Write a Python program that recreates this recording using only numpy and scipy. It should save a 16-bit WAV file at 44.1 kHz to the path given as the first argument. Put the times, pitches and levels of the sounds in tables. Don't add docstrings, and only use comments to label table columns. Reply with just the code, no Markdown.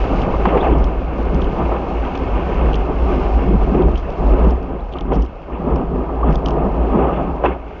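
import sys
import numpy as np
from scipy import signal
from scipy.fft import rfft, irfft, next_fast_len
from scipy.io import wavfile
from scipy.ndimage import uniform_filter1d

SR = 44100
rng = np.random.default_rng(int(sys.argv[2]) if len(sys.argv) > 2 else 0)


def pcm_store(signal):
    levels = np.round(np.clip(np.atleast_2d(signal), -1, 1) * 32767)
    wavfile.write(sys.argv[1], SR, levels.astype(np.int16).T)


N = 343980
TIME = np.arange(N) / SR

# t/s, level before muffling/dB, f/Hz, decay/s, thrown spray/dB
NOSE_SLAPS = [(.454, -3.5, 1043, 0.0086, -26), (.554, -12, 456, .012, -42), (.566, -7.5, 450, .009, -34),
              (.573, -8.5, 1530, 0.0069, -27.5), (.627, -11, 757, .013, -38), (.752, -7, 230, 0.0056, -49),
              (1.469, -17.5, 272, 0.0096, -50), (1.592, -20.5, 327, .012, -51),
              (1.716, -16, 787, .012, -43), (2.686, -14, 814, 0.003, -44), (3.141, -18.5, 397, .0076, -41),
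              (3.262, -15, 700, .0063, -44), (3.746, -12, 263, 0.019, -38),
              (3.883, -10.5, 344, 0.0038, -47), (4.334, -14, 614, 0.0049, -42),
              (4.443, -10, 400, 0.011, -46), (5.119, -7, 404, 0.011, -37), (5.957, -16.5, 463, .007, -53),
              (6.233, -17, 730, .0055, -45), (6.983, -14.5, 493, .01, -45), (7.009, -12, 600, 0.0034, -42),
              (7.437, -4.5, 540, 0.0085, -35), (7.446, -5.5, 613, 0.0067, -37),
              (7.451, -4, 1000, 0.011, -33), (7.459, -5, 330, 0.0043, -25)]


def undb(db):
    return 10 ** (np.asarray(db) / 20)


def unit(x):
    return x / np.sqrt(np.mean(x ** 2) + 1e-18)


def add(out, s, sound):
    start = int(s * SR)
    out[start:start + len(sound)] += sound


def together(*parts):
    return np.sqrt(sum(part ** 2 for part in parts))


def gains(table):
    s, *columns = np.transpose(table)
    return [undb(np.interp(TIME, s, column)) for column in columns]


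def swell(s, length_s):
    out = np.zeros(N)
    near = slice(*np.searchsorted(TIME, [s - 2 * length_s, s + 2 * length_s]))
    distance = np.abs(2 * (TIME[near] - s) / length_s)
    out[near] = np.sqrt(.5 ** (distance ** 1.89))
    return out


def walk(rate):
    hold = max(int(SR / rate), 2)
    steps = np.repeat(rng.standard_normal(N // hold + 1), hold)
    return unit(uniform_filter1d(steps, hold)[:N])


def colour(x, points):
    size = next_fast_len(len(x) // 2 + SR // 2, real=True) * 2
    hz, db = np.transpose(points)
    octave, knots = np.log2(np.fft.rfftfreq(size, 1 / SR) + 1), np.log2(hz)
    outside_db = -18 * np.abs(octave - np.clip(octave, knots[0], knots[-1]))
    response = undb(np.interp(octave, knots, db) + outside_db)
    cepstrum = irfft(np.log(response))[:size // 2]
    cepstrum[1:] *= 2
    return irfft(rfft(x, size) * np.exp(rfft(cepstrum, size)))[:len(x)]


def textured_noise(texture, db, tone):
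    return unit(colour(rng.standard_normal(N) + undb(db) * texture, tone))


def ring(x, hz, width_hz):
    return signal.lfilter(*signal.iirpeak(hz, hz / width_hz, fs=SR), x)


def ring_twice(x, hz, width_hz):
    return ring(ring(x, hz, width_hz), hz, width_hz)


def bubble(hz, length_s, glide):
    age = np.linspace(0, 1, int(np.clip(length_s * SR, 2, SR)))
    phase = 2 * np.pi * hz * length_s * age * (1 + glide * age / 2)
    return np.exp(-np.log(100) * age) * np.sin(phase)


def bubbles(low_hz, high_hz, cycles, spread_db, glide, count):
    out = np.zeros(N + SR)
    for when, pitch, strength, life in rng.random((count, 4)):
        hz = low_hz * (high_hz / low_hz) ** pitch
        db = -spread_db * np.log(strength + 1 / 200)
        add(out, when * N / SR, undb(db) * bubble(hz, cycles * (.5 + life) / hz, glide))
    return unit(out[:N])


def patter(spread_db, count):
    when, strength, sign = rng.random((count, 3)).T
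    sizes = np.sign(sign - .5) * undb(-spread_db * np.log(strength + 1 / 1000))
    return unit(np.bincount((when * N).astype(int), sizes, N))


def splatter(decay_s, rise_s, grain_db):
    t = TIME[:SR // 4]
    shape = (1 - np.exp(-t / rise_s)) * np.exp(-t / decay_s)
    noise, grain = rng.standard_normal((2, len(t)))
    return noise * undb(grain_db * grain) * shape


def follow_flow(flow, usual_db, slope):
    usual_flow = undb(-25.5)
    return undb(usual_db) * (flow / usual_flow) ** slope


def surges():
    # peak t/s, length/s, churning/dB, foam/dB, hiss/dB
    humps = [(0.5, 0.025, -39.5, -30, -30), (0.548, 0.062, -27, -15.5, -36), (0.658, 0.044, -26, -16, -32),
             (0.714, 0.025, -18.5, -32, -33), (0.784, 0.076, -20.5, -25.5, -50),
             (1.384, 0.32, -23.5, -32, -40), (1.598, 0.056, -20.5, -19.5, -38),
             (1.725, 0.074, -34.5, -20.5, -38), (2.672, 0.11, -22.5, -26.5, -49),
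             (2.906, 0.071, -22, -24.5, -45), (3.1, 0.069, -21, -24.5, -48), (3.181, 0.08, -21, -24.5, -55),
             (3.519, 0.08, -16.5, -36, -49), (3.785, 0.18, -15.5, -25.5, -43),
             (4.376, .22, -17.5, -21, -45.5), (4.72, 0.059, -26, -30.5, -59), (4.985, 0.05, -28, -30, -44),
             (5.146, 0.089, -17.5, -24, -44.5), (5.551, 0.079, -32, -29, -44.5),
             (5.736, 0.16, -19.5, -24, -46.5), (5.969, 0.081, -20, -29.5, -58),
             (6.3, 0.061, -17, -20.5, -41), (6.501, 0.051, -18.5, -24, -52),
             (6.608, 0.097, -19.5, -24, -51), (6.947, 0.039, -14, -21.5, -52),
             (7.035, 0.13, -20.5, -19, -45), (7.478, 0.08, -24.5, -22, -37.5)]
    shapes = np.array([swell(s, length_s) for s, length_s, *_ in humps])
    levels = undb([levels_db for _, _, *levels_db in humps])
    return np.sqrt(levels.T ** 2 @ shapes ** 2)


def whistle():
    tone = unit(ring_twice(rng.standard_normal(N), hz=5280, width_hz=450))
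    return undb(-64) * swell(3.18, length_s=.36) * tone


def thrown_spray():
    crack_s, fallback_s, fallback_db = .0052, .049, -10
    power, t = np.zeros(N + SR), TIME[:SR // 2]
    shape = np.exp(-t / crack_s) + undb(fallback_db) * np.exp(-t / fallback_s)
    for s, *_, spray_db in NOSE_SLAPS:
        add(power, s, (undb(spray_db) * shape) ** 2)
    return np.sqrt(power[:N])


def spray(surge):
    # t/s, hiss/dB, mist/dB
    spray_levels = [(0, -33.5, -49.5), (.6, -37.5, -57), (1.0, -41, -62), (1.4, -42.5, -56),
                    (1.9, -39, -56), (2.6, -34.5, -55.5), (2.9, -40.5, -58), (3.15, -35.5, -54),
                    (3.9, -44, -60), (4.4, -40, -60), (4.75, -49, -67.5), (5.35, -49.5, -68.5),
                    (5.7, -49.5, -67), (6.75, -43.5, -63), (7.17, -37.5, -64), (7.35, -47.5, -66.5),
                    (7.57, -53, -68), (7.7, -44, -67)]
    # f/Hz, gain/dB
    hiss_tone = [(600, -0.5), (1300, 3), (1560, 1), (1690, -8), (1780, -2.5), (2000, -9), (2150, 1),
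                 (2320, -4), (2480, -0.9), (2680, 0.5), (2960, -5.5), (3350, -10.5), (3540, -15.5),
                 (3700, -25), (5000, -35.5), (7000, -50)]
    # f/Hz, gain/dB
    mist_tone = [(2500, -8), (3600, 0.5), (4500, -1), (5300, -4.5), (6100, -7.5), (7000, -13.5),
                 (7600, -17.5)]
    hiss_gain, mist_gain = gains(spray_levels)
    hiss_gain = together(hiss_gain, surge, thrown_spray())
    fizz = bubbles(low_hz=1375, high_hz=3790, cycles=21, spread_db=2, glide=.1, count=5000)
    hiss = textured_noise(fizz, -10, hiss_tone)
    mist = textured_noise(patter(spread_db=3.5, count=14000), -3.5, mist_tone)
    return hiss_gain * hiss * undb(walk(40)) + mist_gain * mist * undb(1.3 * walk(24))


def droplets():
    # start t/s, length/s, typical peak/dB
    showers = [(0.774, 0.074, -62), (1.39, 0.053, -54), (2.745, 0.022, -45), (3.965, 0.037, -47),
               (4.434, 0.016, -49), (4.474, 0.037, -49.5), (5.128, 0.035, -50), (5.197, .065, -53),
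               (6.293, 0.093, -53), (6.448, 0.049, -50)]
    drops_per_s, bubble_hz, decay_s, spread_db = 200, 3200, .0017, 9
    rows = []
    for start_s, length_s, db in showers:
        count = int(np.ceil(length_s * drops_per_s))
        for when, pip, tick in rng.random((count, 3)):
            pip_db = db + spread_db * (2 * pip - 1)
            tick_db = db + spread_db * (2 * tick - 1)
            rows.append((start_s + length_s * when, pip_db, bubble_hz, tick_db, decay_s))
    return rows


def drops():
    # t/s, pip/dB, pip f/Hz, tick/dB, splatter decay/s
    big_drops = [(.217, -27.5, 2900, -39, 0.0054), (.785, -46, 3000, -41, .0006),
                 (0.842, -29.5, 3000, -32.5, 0.0014), (.846, -37, 2800, -44, 0.0011),
                 (1.346, -35, 3300, -35, .0006), (1.419, -23, 3000, -49, 0.0016),
                 (1.444, -28, 3000, -46, .0008), (2.152, -26.5, 2800, -45, 0.0065),
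                 (2.176, -35, 3200, -34, 0.00092), (2.732, -24, 3000, -44, 0.00079),
                 (2.742, -21.5, 3000, -47, 0.0026), (2.755, -30, 3150, -42, .004),
                 (3.823, -30, 3100, -54, 0.0011), (3.956, -26.5, 2800, -57, 0.0037),
                 (3.978, -40, 3300, -47, 0.0092), (4.104, -38, 3200, -41, .0006),
                 (4.629, -49, 3000, -45, .0006), (4.924, -36, 3000, -52, 0.0066),
                 (4.936, -31, 2980, -56, 0.0037), (4.968, -34, 2900, -64, 0.0018),
                 (4.986, -26.5, 3050, -61, 0.0018), (5.009, -27.5, 3150, -37, 0.0012),
                 (5.133, -34, 3000, -46, 0.0094), (5.154, -40, 3000, -41, 0.0011),
                 (5.221, -38, 2900, -40, 0.004), (5.262, -39, 3000, -48, 0.0011),
                 (5.759, -34, 2700, -39, 0.0017), (6.326, -33, 3000, -45, .0006),
                 (6.348, -39, 3300, -40, 0.00056), (6.356, -26.5, 3300, -31, 0.0013),
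                 (6.46, -18, 3100, -28, 0.0012), (6.485, -26, 2900, -30, .0006),
                 (6.507, -30, 3000, -35, 0.0014)]
    # f/Hz, width/Hz, relative level/dB
    case_rings = [(1850, 620, -7), (4650, 1100, 1), (5140, 1800, 1.5), (6300, 1700, -7)]
    out = np.zeros(N + SR)
    for s, pip_db, hz, tick_db, decay_s in big_drops + droplets():
        tap = .4 * splatter(decay_s, rise_s=.0005, grain_db=3)
        tap[0] += 2
        tick = sum((-1) ** k * undb(db) * ring_twice(tap, wall_hz, width_hz)
                   for k, (wall_hz, width_hz, db) in enumerate(case_rings))
        pip = ring_twice(tap, hz, width_hz=700)
        add(out, s, undb(pip_db) * pip / np.abs(pip).max())
        add(out, s, undb(tick_db) * tick / np.abs(tick).max())
    return signal.sosfilt(signal.butter(6, 6900, fs=SR, output="sos"), out[:N])


def plops():
    # t/s, peak/dB, f/Hz, length/s
    close_bubbles = [(.335, -14, 980, .025), (.505, -17, 580, .02), (.525, -16, 560, .025),
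                     (.552, -8, 430, .04), (.6, -30, 3250, .033), (.64, -14, 720, .022),
                     (.665, -13, 700, .022), (.714, -10, 310, .025), (.724, -35, 2950, .04),
                     (1.34, -14, 180, .045), (4.043, -35, 1650, .025), (4.79, -48, 3100, .02),
                     (4.803, -50, 3700, .014), (4.915, -44, 3350, .035), (4.948, -27, 1090, .028),
                     (6.228, -14, 1060, .02)]
    out = np.zeros(N + SR)
    for s, db, hz, length_s in close_bubbles:
        chirp = bubble(hz, length_s, glide=.2)
        wobble = 1 + walk(hz / 4)[:len(chirp)]
        plop = chirp * wobble * np.hanning(len(chirp))
        add(out, s, undb(db) * plop / np.abs(plop).max())
    return out[:N]


def slaps():
    # f/Hz, gain/dB
    slap_tone = [(80, -13), (200, -4), (400, -4.5), (950, -5), (1300, -14), (1700, -17.5), (2700, -22.5),
                 (3600, -34), (7000, -49)]
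    out = np.zeros(N + SR)
    for s, db, hz, decay_s, _ in NOSE_SLAPS:
        splash = ring(splatter(decay_s, rise_s=.0006, grain_db=.5), hz, width_hz=.5 * hz)
        add(out, s, undb(db) * unit(splash) * np.sqrt(decay_s * SR / len(splash)))
        add(out, s, undb(db - 8.5) * bubble(hz, 3.1 * decay_s, glide=.063))
    return colour(out[:N], slap_tone)


def whitewater(flow, churn_surge, foam_surge):
    # f/Hz, gain/dB
    churn_tone = [(60, -5.5), (85, -2), (112, -7.5), (160, -0.5), (205, -0.5), (225, -4), (243, -0.5),
                  (272, 4.5), (297, -4), (360, 3.5), (450, -2.5), (600, -23.5), (1000, -29), (1800, -43.5)]
    # f/Hz, gain/dB
    foam_tone = [(150, -21.5), (330, 1), (500, 0.5), (800, 1.5), (870, -3.5), (980, -1.5), (1060, -5.5),
                 (1250, -4.5), (1420, -19.5), (1750, -21.5), (2300, -33.5), (3300, -36.5), (4000, -64)]
    churn_gain = together(follow_flow(flow, usual_db=-26, slope=1.21), churn_surge)
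    foam_gain = together(flow, foam_surge)
    chop = walk(35)
    gulps = bubbles(low_hz=129.9, high_hz=725, cycles=13.5, spread_db=2.2, glide=.14, count=2600)
    churn = textured_noise(gulps, -13.5, churn_tone)
    froth = bubbles(low_hz=389.7, high_hz=1737, cycles=17.8, spread_db=2.5, glide=.19, count=4500)
    foam = textured_noise(froth, -15.5, foam_tone)
    return churn_gain * churn * undb(1.2 * chop) + foam_gain * foam * undb(chop)


def wind_throb(flow, surge):
    # peak t/s, length/s, level/dB
    gusts = [(0.049, 0.14, -16), (0.809, 0.13, -13.5), (1.499, 0.49, -21.5), (2.352, 0.054, -12),
             (2.664, 0.067, -10.5), (2.745, 0.1, -11.5), (3.058, .05, -13), (3.146, 0.039, -14.5),
             (3.347, 0.067, -13), (3.547, 0.12, -12.5), (3.864, 0.045, -9.5), (3.957, 0.032, -16),
             (4.309, 0.11, -13), (4.471, 0.12, -10), (4.976, 0.12, -28.5), (5.13, 0.034, -24),
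             (5.201, 0.049, -10.5), (5.545, 0.024, -19.5), (5.739, 0.026, -13.5), (6.287, 0.18, -17),
             (6.812, .07, -15), (7.377, 0.22, -23)]
    # t/s, level/dB
    rumble_levels = [(0, -18.5), (.35, -17.5), (.6, -20), (.82, -19), (1.0, -23.5), (1.6, -20.5),
                     (1.9, -27.5), (2.25, -20.5), (3.2, -20.5), (4.45, -21), (4.78, -30), (5.17, -23),
                     (5.42, -34), (5.8, -23.5), (6.2, -31), (6.37, -19), (6.8, -26.5), (7.8, -36)]
    # f/Hz, gain/dB
    rumble_tone = [(12, -16), (22, -7.5), (30, -4.5), (37, 1), (44, -0.5), (52, -4), (65, -5), (77, -15),
                   (92, -14.5), (120, -20)]
    headwind_db, shake_db = -25, -6.5
    mount_hz, sag_hz_per_db, wander_hz, flutter_db = 57.8, .25, 3.8, 2.1
    headwind = follow_flow(flow, headwind_db, slope=1.1)
    gust_gains = [undb(db) * swell(s, length_s) for s, length_s, db in gusts]
    push = together(headwind, surge * undb(shake_db), *gust_gains)
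    extra_push_db = 20 * np.log10(push) - headwind_db
    hz = mount_hz - sag_hz_per_db * extra_push_db + wander_hz * walk(30)
    swing = unit(np.sin(2 * np.pi * np.cumsum(hz) / SR) * undb(flutter_db * walk(18)))
    rumble_gain, = gains(rumble_levels)
    rumble = unit(colour(rng.standard_normal(N), rumble_tone))
    return push * swing + rumble_gain * rumble


def scene():
    # t/s, level/dB
    rush_levels = [(0, -26.5), (.15, -22), (.5, -22.5), (1.0, -27), (1.6, -28), (2.0, -26), (2.55, -24),
                   (2.82, -27.5), (3.3, -24.5), (4.05, -30.5), (4.5, -33.5), (4.85, -33), (5.4, -39),
                   (5.7, -31.5), (6.1, -27), (6.5, -25.5), (7.2, -23.5), (7.6, -35), (7.8, -36)]
    flow, = gains(rush_levels)
    churn, foam, hiss = surges()
    surf = wind_throb(flow, churn) + whitewater(flow, churn, foam)
    return (surf + spray(hiss) + whistle() + slaps() + drops() + plops())[None]


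def record(dry):
    ceiling, top_hz = .92, 7300
    rounded = dry / (1 + (dry / ceiling) ** 6) ** (1 / 6)
    return signal.sosfilt(signal.ellip(8, .2, 70, top_hz, fs=SR, output="sos"), rounded)


dry = scene()
out = record(dry)
pcm_store(out)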